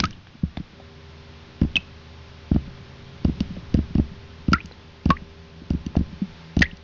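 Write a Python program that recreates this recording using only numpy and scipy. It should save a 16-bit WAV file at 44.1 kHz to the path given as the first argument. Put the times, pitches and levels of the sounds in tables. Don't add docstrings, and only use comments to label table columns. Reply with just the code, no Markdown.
import sys
import numpy as np
from scipy import signal
from scipy.fft import rfft, irfft, next_fast_len
from scipy.io import wavfile
from scipy.ndimage import uniform_filter1d, map_coordinates

SR = 44100
rng = np.random.default_rng(int(sys.argv[2]) if len(sys.argv) > 2 else 0)


def inscribe(sig):
    pcm = np.round(np.clip(np.atleast_2d(sig).T, -1, 1) * 32767)
    wavfile.write(sys.argv[1], SR, pcm.astype(np.int16))


N = 301203
TIME = np.arange(N) / SR
AGE = np.arange(SR // 2) / SR

# start in seconds, impact level in dB, tick level in dB,
# delay in seconds and level in dB of the walls rushing in, then the same two for the crater shutting.
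DRIPS = [(.0048, -17.5, -19, 0.027, -15.5, 0.039, -20), (0.5708, -21, -35, 0.027, -21.5, 0.034, -29),
         (1.6144, -7, -32.5, 0.018, -12, .032, -13.5), (2.5133, -7.5, -46, 0.031, -12, .045, -8),
         (3.247, -7.5, -26, .033, -14, 0.046, -12.5), (3.742, -6.5, -26, 0.03, -14, .044, -9.5),
         (3.9511, -9, -32.5, .029, -9.5, 0.043, -7), (4.482, -9.5, -37, 0.036, -8.5, 0.052, -11),
         (5.0561, -8.5, -26.5, .035, -9.5, .047, -9.5), (5.7036, -11, -29.5, 0.03, -18, .042, -14.5),
         (5.9658, -8, -29.5, .024, -15.5, 0.041, -13.5), (6.5666, -8.5, -27, 0.023, -13.5, 0.04, -8.5)]
# start in seconds, level in dB, base pitch in Hz, t60 in seconds,
# deep boom in dB against the plop.
LONE_PLOPS = [(.348, -37, 205, 0.038, -17), (.4315, -10.5, 156, 0.032, -4.5),
              (1.7532, -23.5, 217, 0.028, -4), (2.799, -36, 168, 0.07, -4),
              (3.4038, -12.5, 196, .044, -6.5), (3.5027, -24, 169, 0.07, -12), (3.5678, -25, 173, .06, -6),
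              (5.618, -29.5, 197, 0.0094, -17.5), (5.8633, -17, 194, 0.023, -12),
              (6.2157, -14, 188, 0.087, -32)]
# base pitch in Hz, t60 in seconds, boom in dB against the plop.
IMPACT, CLOSING = (181, 0.015, -1.8), (171.3, 0.025, -16.5)
SHUT, JET = (182, 0.014, -4.5), (170, 0.052, -1)
# start in seconds, level in dB, base pitch in Hz, seconds to reach the surface.
BUBBLES = [(.0015, -13, 5100, 0.065), (.002, -22, 2820, .04), (.037, -12, 1228, 0.043),
           (0.129, -36, 2750, 0.0069), (0.571, -29, 3190, .006), (1.7566, -7, 2864, 0.01),
           (1.766, -4.5, 2550, 0.51), (4.532, -11, 4775, .06), (4.532, -18, 2130, 0.024),
           (4.533, -5, 1322, 0.047), (4.541, -18, 1820, 0.013), (4.558, -24.5, 1237, .03),
           (4.583, -30.5, 1950, .019), (4.604, -26.5, 2290, 0.011), (4.721, -34.5, 3900, .05),
           (5.104, -6.5, 1075, .085), (5.104, -19, 1385, 0.0099), (5.168, -27, 1700, 0.0054),
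           (6.619, -6, 1788, 0.031), (6.623, -6, 1934, .17), (6.628, -15, 1605, 0.034),
           (6.64, -26, 3000, 0.0079), (6.655, -22.5, 1900, 0.014), (6.712, -34, 2580, 0.0062)]
# start in seconds, relative level in dB,
# t60 in seconds, brightness in dB per octave.
SPLASHES = [(.0015, -6.5, 0.0084, -2), (.0387, -13.5, 0.018, -2.5), (.054, -19, 0.0073, 3),
            (.108, -31, 0.0082, 4), (.270, -34, 0.0099, -7.5), (.5712, -18.5, 0.0075, -11.5),
            (.80, -38.5, 0.031, -13), (1.7565, -10, 0.0018, -8), (1.7662, -20.5, 0.0095, 2),
            (3.4046, -21.5, 0.0043, 3), (3.406, -26, 0.024, -19), (3.565, -38, .04, -13.5),
            (4.531, -14.5, 0.017, 3), (4.658, -34.5, 0.0078, 34), (4.712, -27.5, 0.009, -12),
            (5.1035, -8.5, .016, -7), (5.864, -29, 0.0065, 1), (5.954, -16, 0.011, -18),
            (6.5913, -26, 0.018, 12), (6.610, -30, 0.022, 12), (6.619, -15.5, 0.034, -1),
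            (6.625, -13, 0.015, -2), (6.770, -37, 0.01, 2)]
# t60 in seconds, brightness in dB per octave.
TICK, DULL_SLAP = (0.0041, 0.86), (0.014, -17)
# pitch in Hz, relative level in dB, t60 in seconds.
TICK_MODES = [(2828, 2, 0.0095), (4793, -2, 0.011), (5600, -8, 0.015)]
# frequency in Hz, relative level in dB.
SMACK_EQ = [(150, -11.5), (330, -37.5), (450, 16), (720, 1.5), (950, -9), (1400, -5), (2500, -39.5),
            (5000, -86.5)]
SWAY_EQ = [(10, -15.5), (26, 11), (40, -4), (70, -9.5), (120, -16.5), (220, -15), (400, -26.5),
           (800, -85.5)]
SPRAY_EQ = [(250, -22.5), (650, 1.5), (900, -11), (1500, 1), (2200, 3), (2900, 3), (3600, 3), (4200, 0),
            (5000, 0), (5600, -14.5), (6300, -4.5), (7100, -39.5), (8000, -32), (18000, -86)]
RUMBLE_EQ = [(15, -6.5), (45, -17.5), (62, -5.5), (105, -1.5), (140, -7), (175, -6), (240, -13.5),
             (330, -22.5), (600, -46.5), (1000, -85.5)]
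HISS_EQ = [(120, -27.5), (300, -6), (480, -9), (700, -11), (1200, -11), (3700, -13.5), (5500, -20),
           (6500, -30), (7300, -44), (9000, -64.5), (12000, -110)]
# frequency in Hz, t60 in seconds.
ECHO_DECAY = [(40, 0.19), (200, 0.36), (1000, 0.09), (2000, 0.27), (6000, 0.073)]
# multiple of the motor's pitch, relative level in dB.
HUM_HARMONICS = [(1, -51), (2, -61.5), (3, -59.5), (5, -57.5), (6, -70.5), (7, -63.5), (9, -72),
                 (10, -93.5), (11, -68), (13, -69), (17, -90)]
# crest time in seconds, pitch in Hz, relative level in dB.
DRONE_SWELLS = [(1.201, 139.8, -54.5), (2.648, 132.6, -43), (3.251, 131, -40), (5.55, 166.1, -55.5),
                (6.5, 163.5, -43.5)]
# time in seconds, relative rumble and hiss levels in dB.
BED_FADERS = [(0.0, -23, -50), (0.21, -45, -55), (0.84, -47, -52.5), (1.14, -46, -51.5), (3.14, -43, -50.5),
              (3.42, -31.5, -49.5), (5.0, -48.5, -53), (5.55, -47.5, -53), (5.99, -34, -52),
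              (6.41, -47.5, -49.5), (6.83, -56, -54.5)]


def shove_cues(jet_delay_s=0.16, jet_db=-22):
    cues = []
    for start, db, _, closing_s, closing_db, shut_s, shut_db in DRIPS:
        cues += [(start, db, *IMPACT), (start + closing_s, closing_db, *CLOSING),
                 (start + shut_s, shut_db, *SHUT), (start + jet_delay_s, db + jet_db, *JET)]
    return cues + list(LONE_PLOPS)


def plops(attack_s=0.005, glide=0.36, glide_t60=0.04, steepen=0.82, smack_db=-19, smack_t60=0.028,
          boom_hz=71, boom_t60=0.15, boom_lag_s=0.0027, sway_db=-30, sway_t60=0.59):
    out = np.zeros(N)
    for start, db, hz, t60, boom_db in shove_cues():
        attack = 1 - np.exp(-(AGE / attack_s) ** 3)
        envelope = attack * fade(t60)
        pitch = hz * (1 + glide * fade(glide_t60))
        shove = envelope / envelope.max() * np.cos(phase_of(pitch))
        shove *= 1 + steepen * (amp(db) * shove) ** 2
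        smack_envelope = attack * fade(smack_t60)
        smack = amp(smack_db + db) * smack_envelope / smack_envelope.max() * noise(SMACK_EQ, len(AGE))
        boom = -amp(boom_db) * attack * fade(boom_t60) * np.sin(2 * np.pi * boom_hz * (AGE - boom_lag_s))
        sway = amp(sway_db) * attack * fade(sway_t60) * noise(SWAY_EQ, len(AGE))
        add(out, start, amp(db) * (shove + smack + boom + sway))
    return out


def bubbles(pinch_s=0.00037, ring_cycles=82.6, overtone_db=-27, settle=0.08, settle_t60=0.016,
            drift=0.12, climb=0.37, burst_width=0.054):
    out = np.zeros(N)
    for start, db, hz, rise_s in BUBBLES:
        height = np.minimum(AGE / rise_s, 2)
        bend = np.minimum(height, 1.1)
        phase = phase_of(hz * (1 + settle * fade(settle_t60) + drift * bend + climb * bend ** 3))
        submerged = (1 - np.tanh((height - 1) / burst_width)) / 2
        ring = fade(ring_cycles / hz)
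        envelope = (1 - np.exp(-AGE / pinch_s)) * ring * submerged
        overtone = amp(overtone_db) * envelope * np.sin(2 * phase)
        add(out, start, amp(db) * envelope * (np.sin(phase) + overtone))
    return out


def slap_cues(tick_db=-25, lag_s=0.00306, slap_db=-2.5, growth=2.46):
    cues = []
    for start, db, landing_db, closing_s, closing_db, shut_s, shut_db in DRIPS:
        cues += [(start, landing_db, *TICK), (start + closing_s, closing_db + tick_db, *TICK)]
        for delay, shove_db in [(0, db), (closing_s, closing_db), (shut_s, shut_db)]:
            cues.append((start + delay + lag_s, slap_db + growth * shove_db, *DULL_SLAP))
    return cues + list(SPLASHES)


def slaps(attack_s=0.00061, gain_db=1, ring_db=-1, fizz_db=-28, fizz_t60=0.083):
    out = np.zeros(N)
    attack = 1 - np.exp(-AGE / attack_s)
    for start, db, t60, tilt_db in slap_cues():
        grains = np.repeat(rng.exponential(size=len(AGE)), 40)[:len(AGE)]
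        droplets = uniform_filter1d(grains, 20)
        envelope = fade(t60) + amp(fizz_db) * fade(fizz_t60) * droplets
        ring = np.zeros(len(AGE))
        for hz, mode_db, mode_t60 in TICK_MODES:
            gain = amp(mode_db + rng.normal(0, 0.39))
            pitch = hz * rng.lognormal(0, 0.017)
            ring += gain * fade(mode_t60) * np.sin(2 * np.pi * pitch * AGE)
        ring *= amp(ring_db + 2 * min(tilt_db, 0))
        spray = envelope * noise(SPRAY_EQ, len(AGE), tilt_db)
        add(out, start, amp(db + gain_db) * attack * (spray + ring))
    return out


def echo(send):
    hz, _, bands = signal.stft(rng.standard_normal(len(AGE)), SR, nperseg=256)
    age = np.linspace(0, AGE[-1], bands.shape[1])
    decay = amp(-60 * age / along(ECHO_DECAY, hz)[:, None])
    tail = signal.istft(bands * decay, SR, nperseg=256)[1]
    return signal.fftconvolve(send, tail / np.linalg.norm(tail))[:N]


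def machine_hum(motor_hz=79.45, start_s=0.76, fade_in_s=0.053, gain_db=0.28, waver_db=1.77):
    phase = 2 * np.pi * motor_hz * TIME + 0.055 * wobble(2.3)
    hum = np.zeros(N)
    for multiple, db in HUM_HARMONICS:
        gain = np.sqrt(2) * amp(db + gain_db + waver_db * wobble(1.9))
        hum += gain * np.sin(multiple * phase + 2 * np.pi * rng.random())
    return hum * np.clip((TIME - start_s) / fade_in_s + 0.5, 0, 1)


def noise_bed(rumble_trim_db=-4.5, hiss_trim_db=0.5):
    times, rumble_db, hiss_db = np.transpose(BED_FADERS)
    rumble = amp(np.interp(TIME, times, rumble_db) + rumble_trim_db) * noise(RUMBLE_EQ, N)
    hiss = amp(np.interp(TIME, times, hiss_db) + hiss_trim_db) * noise(HISS_EQ, N)
    return rumble + hiss


def drone(half_swell_s=0.11, rest_db=-58, gain_db=-1, waver_hz=3, waver_db=2.4):
    crests, pitches, _ = np.transpose(DRONE_SWELLS)
    phase = phase_of(np.interp(TIME, crests, pitches) + waver_hz * wobble(15))
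    swells = sum(amp(db) / (1 + ((TIME - crest) / half_swell_s) ** 2) for crest, _, db in DRONE_SWELLS)
    return (amp(rest_db) + swells) * amp(gain_db + waver_db * wobble(12)) * np.sqrt(2) * np.sin(phase)


def amp(db):
    return 10 ** (np.asarray(db) / 20)


def fade(t60):
    return np.exp(-np.log(1000) * AGE / t60)


def phase_of(hz):
    return 2 * np.pi * np.cumsum(hz) / SR


def along(curve, hz):
    freqs, values = np.transpose(curve)
    return np.interp(np.log(hz + 1), np.log(freqs + 1), values)


def wobble(rate):
    return map_coordinates(rng.standard_normal(int(N * rate / SR) + 4), [TIME * rate])


def filtered(x, response):
    size = next_fast_len(len(x) + 8192)
    return irfft(rfft(x, size) * response(np.fft.rfftfreq(size, 1 / SR)), size)[:len(x)]


def noise(eq, size, tilt_db=0):
    colour = lambda hz: amp(along(eq, hz) + tilt_db * np.log2(np.maximum(hz, eq[1][0])))
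    x = filtered(rng.standard_normal(size), colour)
    return x / np.sqrt(np.mean(x ** 2) + 1e-20)


def add(track, start_s, sound):
    start = max(round(start_s * SR), 0)
    track[start:start + len(sound)] += sound[:max(N - start, 0)]


def scene(low_send_db=-23, high_send_db=-25):
    low, high = plops(), bubbles() + slaps()
    tail = echo(amp(low_send_db) * low + amp(high_send_db) * high)
    return (low + high + tail + machine_hum() + noise_bed() + drone())[None]


def record(dry, ceiling=0.74, shelf_hz=7400, shelf_db=-17, top_hz=15400):
    rounded = dry[0] / (1 + np.abs(dry[0] / ceiling) ** 8) ** (1 / 8)
    shelf = lambda hz: amp(shelf_db) + (1 - amp(shelf_db)) / np.sqrt(1 + (hz / shelf_hz) ** 50)
    return filtered(rounded, lambda hz: shelf(hz) * (hz < top_hz))[None]


dry = scene()
out = record(dry)
inscribe(out)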